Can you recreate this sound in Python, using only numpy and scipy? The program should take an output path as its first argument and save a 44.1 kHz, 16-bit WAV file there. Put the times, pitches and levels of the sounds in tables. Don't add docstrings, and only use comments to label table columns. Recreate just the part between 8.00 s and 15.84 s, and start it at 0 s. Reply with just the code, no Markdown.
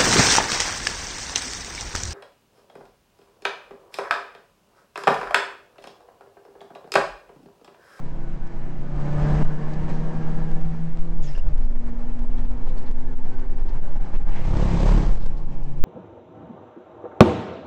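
import sys
import numpy as np
from scipy import signal
from scipy.fft import rfft, irfft, next_fast_len
from scipy.io import wavfile
from scipy.ndimage import uniform_filter1d

SR = 44100
rng = np.random.default_rng(int(sys.argv[2]) if len(sys.argv) > 2 else 0)


def rack_gain(trim_db):
    fader = np.asarray(trim_db, float)
    return 10 ** (fader / 20)


def digitize_waveform(pressure):
    field = np.atleast_2d(pressure).T
    bounded = np.clip(field, -1, 1)
    quanta = np.round(bounded * 32767).astype(np.int16)
    wavfile.write(sys.argv[1], SR, quanta)


N = 345744
T = np.arange(N) / SR


def evened(x):
    return x / np.sqrt(np.mean(x ** 2) + 1e-20)


def curves(rows, t=T):
    s, *columns = np.transpose(rows)
    return [np.interp(t, s, c) for c in columns]


def read(points, hz):
    f, value = np.transpose(points)
    return np.interp(np.log(hz + 0.18), np.log(f), value)


def bumps(rows, rise_s, fall_s, t=T):
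    coarse = T[::32]
    total = 0
    for s, height in rows:
        width_s = np.where(coarse < s, rise_s, fall_s)
        total = total + height * np.exp(-((coarse - s) / width_s) ** 2)
    return np.interp(t, coarse, total)


def drift(top_hz):
    spectrum = rfft(rng.standard_normal(4096))
    hz = np.fft.rfftfreq(4096, N / SR / 4096)
    slow = irfft(spectrum / (1 + (hz / top_hz) ** 4))
    return np.interp(T, np.linspace(0, N / SR, 4096), evened(slow))


def whistle(hz, width_hz):
    pole = np.exp(-np.pi * width_hz / SR)
    noise = rng.standard_normal(len(hz)) + 1j * rng.standard_normal(len(hz))
    narrow = signal.lfilter([1], np.convolve([1, -pole], [1, -pole]), noise)
    return evened((narrow * np.exp(2j * np.pi * np.cumsum(hz) / SR)).real)


def tone(turns, wobble):
    phase = 2 * np.pi * (turns + rng.random()) + wobble * drift(6)
    return np.sqrt(2) * (1 + wobble * drift(11)) * np.cos(phase)


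# time in seconds, pressure level in dB.
BUFFET = [(0.0, -22), (1.3, -22), (1.42, -25.5), (1.56, -20.5), (2.28, -17.5), (2.58, -11.5), (2.76, -24.5),
          (3.0, -13), (3.55, -13), (4.06, -17), (4.23, -13.5), (5.2, -15), (6.3, -12.5), (6.5, -19),
          (6.95, -29.5), (7.13, -11.5), (7.7, -19.5), (7.84, -13)]
# frequency in Hz, level in dB.
BUFFET_COLOUR = [(1, -30), (2.5, -7), (6, 0), (10, -5), (17, -7), (22, -15), (30, -33), (60, -60),
                 (300, -200)]
# peak time in seconds, level in dB over the flutter.
THUDS = [(1.2, 22.5), (1.36, 23.5), (1.82, 15), (2.41, 8.5), (2.75, 8.5), (3.1, -2), (3.49, 23.5),
         (3.93, 10), (4.51, 18.5), (4.88, 8.5), (5.36, 0), (5.75, 11), (5.95, 5), (.95, 14), (2.65, 10.5),
         (6.22, 11.5), (7.3, 19.5)]
# peak time in seconds, pressure in full-scale units.
SHOVES = [
    (0, .06),
    (1.438, -.5),
    (1.475, .38),
    (7.838, .62),
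]
SHOVE_S = .018
SNAP = .35
FLUTTER_DB, THUD_RISE_S, THUD_FALL_S = -43, 0.099, 0.073


def buffet():
    size = next_fast_len(N)
    colour = rack_gain(read(BUFFET_COLOUR, np.fft.rfftfreq(size, 1 / SR)))
    noise = evened(irfft(rfft(rng.standard_normal(size)) * colour, size))
    heave = signal.hilbert(noise)[:N]
    heave = heave * np.exp(-1j * SNAP * np.cos(np.angle(heave)))
    heave = evened(heave.real / (uniform_filter1d(abs(heave), 2500) + .15) ** .7)
    off_kerb = np.clip(np.maximum(6.35 - T, T - 7.25) / .1, .1, 1)
    flutter_level = rack_gain(FLUTTER_DB + bumps(THUDS, THUD_RISE_S, THUD_FALL_S)) * off_kerb
    flutter = flutter_level * whistle(40 + 0 * T, 24)
    return rack_gain(curves(BUFFET)[0] + 1) * heave + flutter + bumps(SHOVES, SHOVE_S, SHOVE_S)


def wind_db(t=T):
    calm_db = -13.5
    return np.interp(t, T, uniform_filter1d(curves(BUFFET)[0], size=30000)) - calm_db


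# time in seconds, firing rate in Hz, load in dB.
CRANK = [(0.0, 136.9, 1.5), (0.5, 139.4, -4), (1.0, 144.7, -1), (1.445, 150.8, -2), (2.2, 158.9, -2.5),
         (3.19, 165.7, -0.5), (3.225, 150.8, 0.5), (3.3, 146.5, 0), (3.36, 130.2, 1.5), (3.4, 138.1, -23),
         (3.45, 148.7, 0), (3.5, 152.8, 2), (3.64, 116.4, -1.5), (3.85, 118.5, 0.5), (5.25, 126.3, 1),
         (5.85, 131.8, 1), (6.5, 134.3, -6.5), (7.84, 140.8, 2.5)]
# time in seconds, extra firing rate in Hz.
SPIN = [
    (4.56, 0),
    (4.66, 4.5),
    (4.83, 5),
    (4.89, -1),
    (5.1, 0),
]
# time in seconds, level in dB.
ROAR = [(0.0, -47), (0.89, -46), (1.0, -40.5), (1.17, -37), (1.21, -34.5), (1.41, -33), (1.45, -41),
        (2.34, -41), (2.99, -49), (3.8, -48.5), (4.7, -46.5), (5.2, -48), (6.0, -45), (6.25, -47),
        (6.6, -36), (6.92, -33.5), (7.06, -37), (7.2, -47.5)]
# frequency in Hz, level in dB over the roar.
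BOOM = [(116, -8.5), (121, 3.5), (131, 2), (138, 6.5), (146, 14), (156, 13), (165, 15)]
SECOND = [(230, 7), (239, 10.5), (247, 5.5), (253, 4.5), (266, -8), (290, -5.5), (318, -0.5), (331, 5)]
THIRD = [(350, -5), (364, -11.5), (378, -2.5), (396, -7), (425, -19), (450, -4.5), (480, -1.5), (497, -1.5)]
FOURTH = [(470, -7), (505, -10.5), (530, -11.5), (565, -9), (590, -3), (612, -9.5), (660, -14)]
# multiple of firing rate, then level in dB over the roar at
ORDERS_DB = [(.5, -11, -17, -9), (.75, -14, -14, -15), (1.215, 2, -1, -8), (1.5, -4, -6, -8),
             (1.75, -12, -21, -17), (2.44, -4, -11, -16), (3.5, -18, -14, -20), (3.75, -24, -15, -17),
             (4.75, -20, -14, -21), (5, -20, -16, -17), (6, -21, -18, -19), (7, -22, -18, -18),
             (5.25, -22, -18, -26), (2.08, -20, -16, -20), (5.83, -20, -21, -20), (8, -24, -23, -26),
             (7.5, -28, -26, -21), (4.17, -26, -16, -19), (8.5, -28, -24, -23), (9, -28, -26, -23),
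             (11.9, -30, -27, -26), (10, -30, -24, -30)]
SHIFT_S = 3.6
LIFT_S, LIFT_HALF_S, LIFT_DB = 2.8, 0.15, -7


def engine():
    hz, load_db = curves(CRANK)
    hz = hz + curves(SPIN)[0]
    turns = np.cumsum(hz) / SR
    roar_db = curves(ROAR)[0]
    shut = np.exp(-((T - LIFT_S) / LIFT_HALF_S) ** 4)
    out = rack_gain(roar_db + load_db + read(BOOM, hz) + 4.3 * shut) * tone(turns, wobble=.14)
    for k, response in ((2, SECOND), (3, THIRD), (4, FOURTH)):
        order_db = roar_db + load_db + read(response, k * hz) + LIFT_DB * shut
        out += rack_gain(order_db) * tone(k * turns, wobble=.13)
    stage_s = [.8, 1.1, SHIFT_S - .1, SHIFT_S, 6.8, 7.3]
    for k, light, boost, top in ORDERS_DB:
        stage_db = np.interp(T, stage_s, [light, boost, boost, top, top, light])
        out += rack_gain(roar_db - 12 * shut + stage_db + .7) * tone(k * turns, wobble=.25)
    return out, turns


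# frequency in Hz, density in dB per Hz.
ROAR_COLOUR = [(33, -29.5), (56, -1), (82, -4.5), (136, -7.5), (187, -7), (263, -15.5), (419, -19.5),
               (899, -23.5), (1320, -32), (1700, -31), (3720, -49), (6180, -53), (8140, -57.5), (8860, -66),
               (11500, -99), (19500, -120)]
# peak time in seconds, level in dB over the roar.
GUSTS = [(.23, -0.5), (.33, -0.5), (.56, 0.5), (1.89, 6), (2.12, -0.5), (2.75, 2), (2.99, 3), (3.34, 0),
         (3.379, 2.5), (3.472, 1.5), (3.61, 3), (3.758, 3.5), (3.87, 4.5), (3.905, -1), (4.01, 4),
         (4.09, 3), (4.33, 3.5), (4.39, 4), (4.512, -2), (4.67, 3), (4.77, 3.5), (4.88, 5.5), (4.99, 1.5),
         (5.05, -2.5), (5.12, 0), (5.24, 5), (5.285, 4.5), (5.34, 1), (5.395, 1), (5.6, 2.5), (5.745, 3),
         (5.83, 2), (5.87, -0.5), (5.96, 4.5), (6.015, 1.5), (6.055, 2), (6.14, 10.5), (6.22, 2.5),
         (6.275, 8), (6.35, 4), (6.6, 1.5), (6.87, 4), (6.91, 0), (6.98, 0), (7.14, 1.5), (7.39, -0.5),
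         (7.59, -0.5), (7.71, -2.5)]
GUST_RISE_S, GUST_FALL_S, GUST_BRIGHT = 0.007, 0.031, 0.076
RUMBLE_PER_DB, HISS_PER_DB = 0.26, 0.1929
BOOST_FROM_HZ, BOOST_HISS_DB_PER_HZ = 159.2, 0.43
DIP_HZ, DIP_WIDTH_HZ, DIP_DB = 665, 70, -3
COAST_DB = -4.5


def roar(turns):
    frames, hz = N // 128 + 5, np.fft.rfftfreq(512, 1 / SR)
    t = np.arange(frames) * 128 / SR
    real, imag, patches = rng.standard_normal((frames, 257, 3)).T
    patches = evened(uniform_filter1d(uniform_filter1d(patches, 9, 0), 14, 1))
    flurry = evened(uniform_filter1d(rng.standard_normal(frames), 12))
    level_db, wind = curves(ROAR, t)[0], wind_db(t)
    gust_db = bumps(GUSTS, GUST_RISE_S, GUST_FALL_S, t)

    low_db = 2.0 + RUMBLE_PER_DB * wind
    hiss_db = -21 + HISS_PER_DB * (curves(KERB, t)[1] + 55)
    hiss_db += BOOST_HISS_DB_PER_HZ * np.maximum(curves(CRANK, t)[0] - BOOST_FROM_HZ, 0)
    low = np.clip(np.log2(300 / (hz + 1)), 0, 1)
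    high = np.clip(np.log2((hz + 1) / 1800), 0, 1)

    colour_db = read(ROAR_COLOUR, hz) + DIP_DB * np.exp(-((hz - DIP_HZ) / DIP_WIDTH_HZ) ** 2)
    middle = (hz > 400) & (hz < 2500)
    colour_db -= 10 * np.log10(np.sum(rack_gain(2 * colour_db[middle])))

    field_db = colour_db[:, None] + level_db
    field_db += np.outer(low, low_db - 6.5) + np.outer(high, hiss_db + 24.0)
    field_db += np.outer(1 + GUST_BRIGHT * high, gust_db)
    field_db += COAST_DB * np.outer((hz > 1150) & (hz < 2200), np.clip((t - 7.3) / .15, 0, 1))
    flurry_db = flurry * (0.77 + 0.25 * np.maximum(wind, 0))
    field_db += 0.67 * patches + np.outer(0.56 + 0.08 * high, flurry_db) - .3
    spectrum = (real + 1j * imag) * rack_gain(field_db)
    sound = signal.istft(spectrum, nperseg=512, noverlap=384)[1][:N]
    return sound * (1 + 0.075 * np.cos(2 * np.pi * turns))


def cabin(x):
    t60_s, reflections_db = .2, -10
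    t = T[40:4000]
    tail = rng.standard_normal(len(t)) * rack_gain(-60 * t / t60_s)
    tail = rack_gain(reflections_db) * tail / np.linalg.norm(tail)
    response = np.concatenate([[1], np.zeros(39), tail])
    return signal.oaconvolve(x, response / np.linalg.norm(response))[:N]


# start in seconds, end in seconds, pitch in Hz, width in Hz,
# level in dB over the roar.
WHINES = [(.1, 1.6, 1495, 12, -18), (0, 1.0, 238, 10, -6), (0, .9, 646, 14, -13), (.4, 2.8, 1722, 14, -20),
          (.9, 1.5, 1217, 25, -16), (1.7, 3.0, 234, 9, -2), (3.6, 4.28, 592, 10, -11),
          (5.29, 5.46, 1520, 18, -12), (0, 3.3, 780, 70, -14), (2.05, 2.75, 765, 14, -12),
          (3.4, 7.8, 850, 110, -10), (1.2, 2.6, 1620, 120, -19), (0, .45, 1637, 10, -23),
          (0, .3, 1672, 10, -24), (6.5, 7.0, 1070, 80, -14), (2.6, 2.78, 1925, 15, -21),
          (5.75, 6.12, 1530, 25, -16), (1.6, 2.6, 820, 25, -15), (4.6, 4.88, 517, 10, -9),
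          (5.0, 5.47, 868, 12, -14), (1.5, 2.8, 1378, 18, -23), (2.15, 2.5, 1640, 14, -20),
          (7.45, 7.84, 1720, 60, -22), (7.3, 7.5, 1090, 25, -13), (5.84, 5.92, 585, 15, -5),
          (5.95, 6.06, 835, 30, -7), (5.02, 5.12, 1710, 14, -15), (6.2, 6.35, 815, 30, -8),
          (1.58, 1.68, 1090, 20, -12), (1.95, 2.15, 650, 15, -11), (6.86, 6.95, 980, 50, -8)]
SING_WANDER = .003


def whines():
    out, roar_db = np.zeros(N), curves(ROAR)[0]
    for start, end, hz, width, db in WHINES:
        span = slice(max(int((start - .03) * SR), 0), int((end + .03) * SR))
        gate = np.clip(np.minimum(T[span] - start, end - T[span]) / .05 + .5, 0, 1)
        pitch = hz * (1 + SING_WANDER * drift(4)[span])
        out[span] += gate * rack_gain(roar_db[span] + db) * whistle(pitch, width)
    return out


# peak time in seconds, change of level in dB.
LULLS = [(.05, 2), (.11, 0), (.4, -2), (1.57, -3), (1.875, 0), (2.62, -1), (2.88, 1.5), (3.21, 1.5),
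         (3.42, -5), (3.56, 0), (3.685, -5), (3.74, -3.5), (3.785, -7), (4.13, -3.5), (4.27, -4.5),
         (4.48, -5.5), (4.93, -7), (5.16, -7.5), (5.22, -2), (5.48, -5), (5.56, -3.5), (5.635, -6.5),
         (5.81, -7), (5.99, -9.5), (6.18, -7.5), (6.24, -5), (6.43, -3.5), (6.76, -0.5), (7.19, -4.5),
         (7.35, -2), (7.46, -6.5), (7.64, -3.5), (7.76, -3), (7.82, -1.5)]
LULL_S = 0.015


def capsule_choke_db():
    pin_s = [1.41, 1.431, 1.435, 1.438, 1.443, 1.446]
    pinned_db = np.interp(T, pin_s, [0, 5, 2, -22, -22, 1]) * (T < 1.45)
    return pinned_db + bumps(LULLS, LULL_S, LULL_S)


def puffs(rows):
    sag_per_s = .8
    out = np.zeros(N)
    for s, length_s, hz, width, db in rows:
        u = np.linspace(0, 1, int(length_s * SR))
        shape = np.minimum(u / .12, 1) * (1 - u ** 3)
        out[int(s * SR):][:len(u)] += rack_gain(db) * shape * whistle(hz * (1 - sag_per_s * length_s * u), width)
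    return out


# start in seconds, length in seconds, centre in Hz, level in dB.
RATTLES = [(.466, 0.017, 5030, -62.5), (1.733, 0.016, 4950, -55), (1.891, 0.14, 4430, -60.5),
           (4.675, 0.048, 3550, -60), (4.774, 0.028, 4450, -56), (4.856, 0.0474, 3466, -59.5),
           (5.579, 0.034, 2980, -67.5), (5.68, 0.033, 4200, -60), (6.145, 0.044, 2270, -49.5),
           (6.298, 0.23, 2090, -46), (7.187, 0.09, 3920, -58), (7.121, .04, 6000, -55.5),
           (7.367, 0.028, 4500, -60.5), (3.452, 0.078, 4500, -65.5), (4.37, .035, 4000, -62.5),
           (4.445, .025, 3500, -63), (4.815, .03, 5000, -63), (3.623, .055, 4500, -66.5),
           (7.632, 0.0195, 4940, -57.5)]
RATTLE_WIDTH = 0.79


def loose_trim():
    return puffs([(s, length_s, hz, RATTLE_WIDTH * hz, db) for s, length_s, hz, db in RATTLES])


# time in seconds, signed size in steps,
# number of steps in a row.
STEPS = [(.9575, -.3, 1), (1.0016, -.5, 1), (1.0605, .6, 1), (1.4466, 1, 1), (1.4788, -1, 1),
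         (2.515, -1, 2), (2.6135, 1, 1), (2.9729, -1, 1), (3.3774, -1, 3), (3.5804, -1, 1), (4.1931, -1, 1),
         (4.9134, 1, 1), (7.1147, -1, 2), (7.2601, -1, 4)]
STEP_SIZE, STEP_GAP_S, LEAK_S = .025, .0019, .03


def gain_ticks():
    jumps = np.zeros(N)
    for s, direction, count in STEPS:
        times_s = s + STEP_GAP_S * np.arange(count)
        jumps[np.round(times_s * SR).astype(int)] = STEP_SIZE * direction
    return signal.lfilter([1], [1, -np.exp(-1 / (LEAK_S * SR))], jumps)


# start in seconds, length in seconds, pitch in Hz,
# width in Hz, level in dB.
CHIRPS = [(3.22, .062, 6900, 600, -55), (3.266, .02, 5350, 250, -53), (3.28, .05, 5250, 450, -57),
          (3.222, .04, 3500, 500, -59), (3.262, .05, 3200, 500, -60), (3.347, .022, 2800, 380, -49),
          (3.385, .022, 2830, 250, -52), (3.345, .03, 5150, 450, -60), (3.35, .02, 5850, 250, -63),
          (3.385, .025, 5100, 300, -62), (3.24, .03, 5900, 500, -61), (3.222, .02, 5100, 300, -62),
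          (3.347, .025, 1700, 250, -54), (3.27, .06, 1800, 300, -56), (3.22, .19, 2200, 2000, -56),
          (3.215, .2, 5500, 4500, -58), (3.53, .07, 285, 15, -44), (6.27, .035, 840, 80, -46),
          (4.77, .025, 4480, 160, -57), (4.68, .022, 3300, 250, -60), (4.372, .03, 3300, 250, -63)]


def boost_valve():
    return puffs(CHIRPS)


def loose_metal():
    body = whistle(450 + 0 * T, 400)
    return body + .5 * whistle(950 + 0 * T, 900) + .16 * whistle(3500 + 0 * T, 5000)


# time in seconds, level in dB.
KNOCKS = [(3.376, -33), (3.468, -32), (3.722, -38), (3.755, -37), (3.989, -33), (4.059, -36), (4.313, -40),
          (4.437, -35), (4.508, -29), (4.571, -35), (4.667, -36.5), (4.998, -34), (5.049, -33.5),
          (5.39, -30.5), (5.61, -31.5), (5.657, -32), (5.824, -32), (6.004, -34.5), (6.279, -30.5)]
# time in seconds, level in dB.
SLAMS = [(6.349, -29.5), (6.435, -28.5), (6.551, -24.5), (6.604, -28.5), (6.675, -31.5), (6.737, -26),
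         (6.855, -22), (6.883, -18), (6.915, -19), (6.975, -25.5), (7.019, -21.5), (7.151, -33.5),
         (7.171, -34.5), (7.195, -29.5), (7.309, -44.5), (7.332, -40.5)]
SLAM_DB, SLAM_RISE_S, SLAM_FALL_S = -15.5, .002, 0.013


def knocks_and_slams(rattle):
    blows = [(s + .003, rack_gain(db + SLAM_DB)) for s, db in SLAMS + KNOCKS]
    return bumps(blows, SLAM_RISE_S, SLAM_FALL_S) * rattle


# time in seconds, peak level in dB.
TAPS = [
    (3.377, -40),
    (3.469, -36),
    (3.755, -39),
    (4.509, -41),
    (6.553, -29),
]
# frequency in Hz, level in dB, decay by 60 dB in seconds.
TAP_MODES = [(620, 0, .04), (930, 0, .035), (1450, -6, .025), (2300, -12, .02)]


def taps():
    strikes, t = np.zeros(N), T[:2500]
    ring = sum(rack_gain(db - 60 * t / t60) * np.sin(2 * np.pi * hz * t) for hz, db, t60 in TAP_MODES)
    for s, db in TAPS:
        strikes[int(s * SR)] = rack_gain(db)
    return signal.oaconvolve(strikes, ring)[:N]


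# time in seconds, thump level in dB, shake level in dB.
KERB = [
    (6.3, -47.5, -58),
    (6.4, -28, -35.5),
    (6.5, -19, -32.5),
    (6.7, -20.5, -28.5),
    (6.94, -14.5, -27.5),
    (6.99, -13.5, -30.5),
    (7.08, -13, -35),
    (7.18, -25.5, -39.5),
    (7.4, -32.5, -57.5),
]
# multiple of the rib rate, level in dB, time of its swell in seconds.
RIBS = [(2, -5, 6.62), (3, -3, 6.55), (4, -4, 6.85), (5, -4, 6.8), (6, -10, 7.0), (7, -16, 6.63),
        (9, -15, 7.0), (10, -17, 6.6)]
RIBS_PER_S, RATTLE_DB = 34.4, -8.5
RIB_SWELL_DB, RIB_SWELL_S = 5.5, 0.11


def kerb(rattle):
    thump_db, ring_db = curves(KERB)
    turns = RIBS_PER_S * T
    on = (T > KERB[0][0]) & (T < KERB[-1][0])
    phase = 2 * np.pi * turns + .2 * drift(8)
    ring = np.zeros(N)
    for k, db, s in RIBS:
        swell_db = bumps([(s, RIB_SWELL_DB)], RIB_SWELL_S, RIB_SWELL_S)
        ring += rack_gain(db + swell_db) * np.cos(k * phase)
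    ring *= 1.4 + .4 * drift(14)
    bursts = evened(np.exp(1.6 * np.cos(2 * np.pi * turns) + .4 * drift(120)))
    shake = rack_gain(ring_db) * (ring + rack_gain(RATTLE_DB) * bursts * rattle)
    return on * (rack_gain(thump_db) * tone(turns, wobble=.3) + shake)


def scene():
    heave = buffet()
    orders, turns = engine()
    rattle = loose_metal()
    fine = orders + cabin(roar(turns)) + whines() + loose_trim() + boost_valve()
    fine += knocks_and_slams(rattle) + taps() + kerb(rattle)
    return (rack_gain(capsule_choke_db()) * fine + heave)[None]


def low_pass(x):
    return signal.sosfilt(signal.butter(12, 8690, fs=SR, output="sos"), x)


def record(dry):
    limit = .64
    squeezed = limit * np.tanh(dry / limit)
    edge = signal.firwin(255, 9000, window=("kaiser", 10), fs=SR)
    wet = signal.oaconvolve(squeezed + gain_ticks(), edge[None], "same")
    return low_pass(wet)


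dry = scene()
out = record(dry)
digitize_waveform(out)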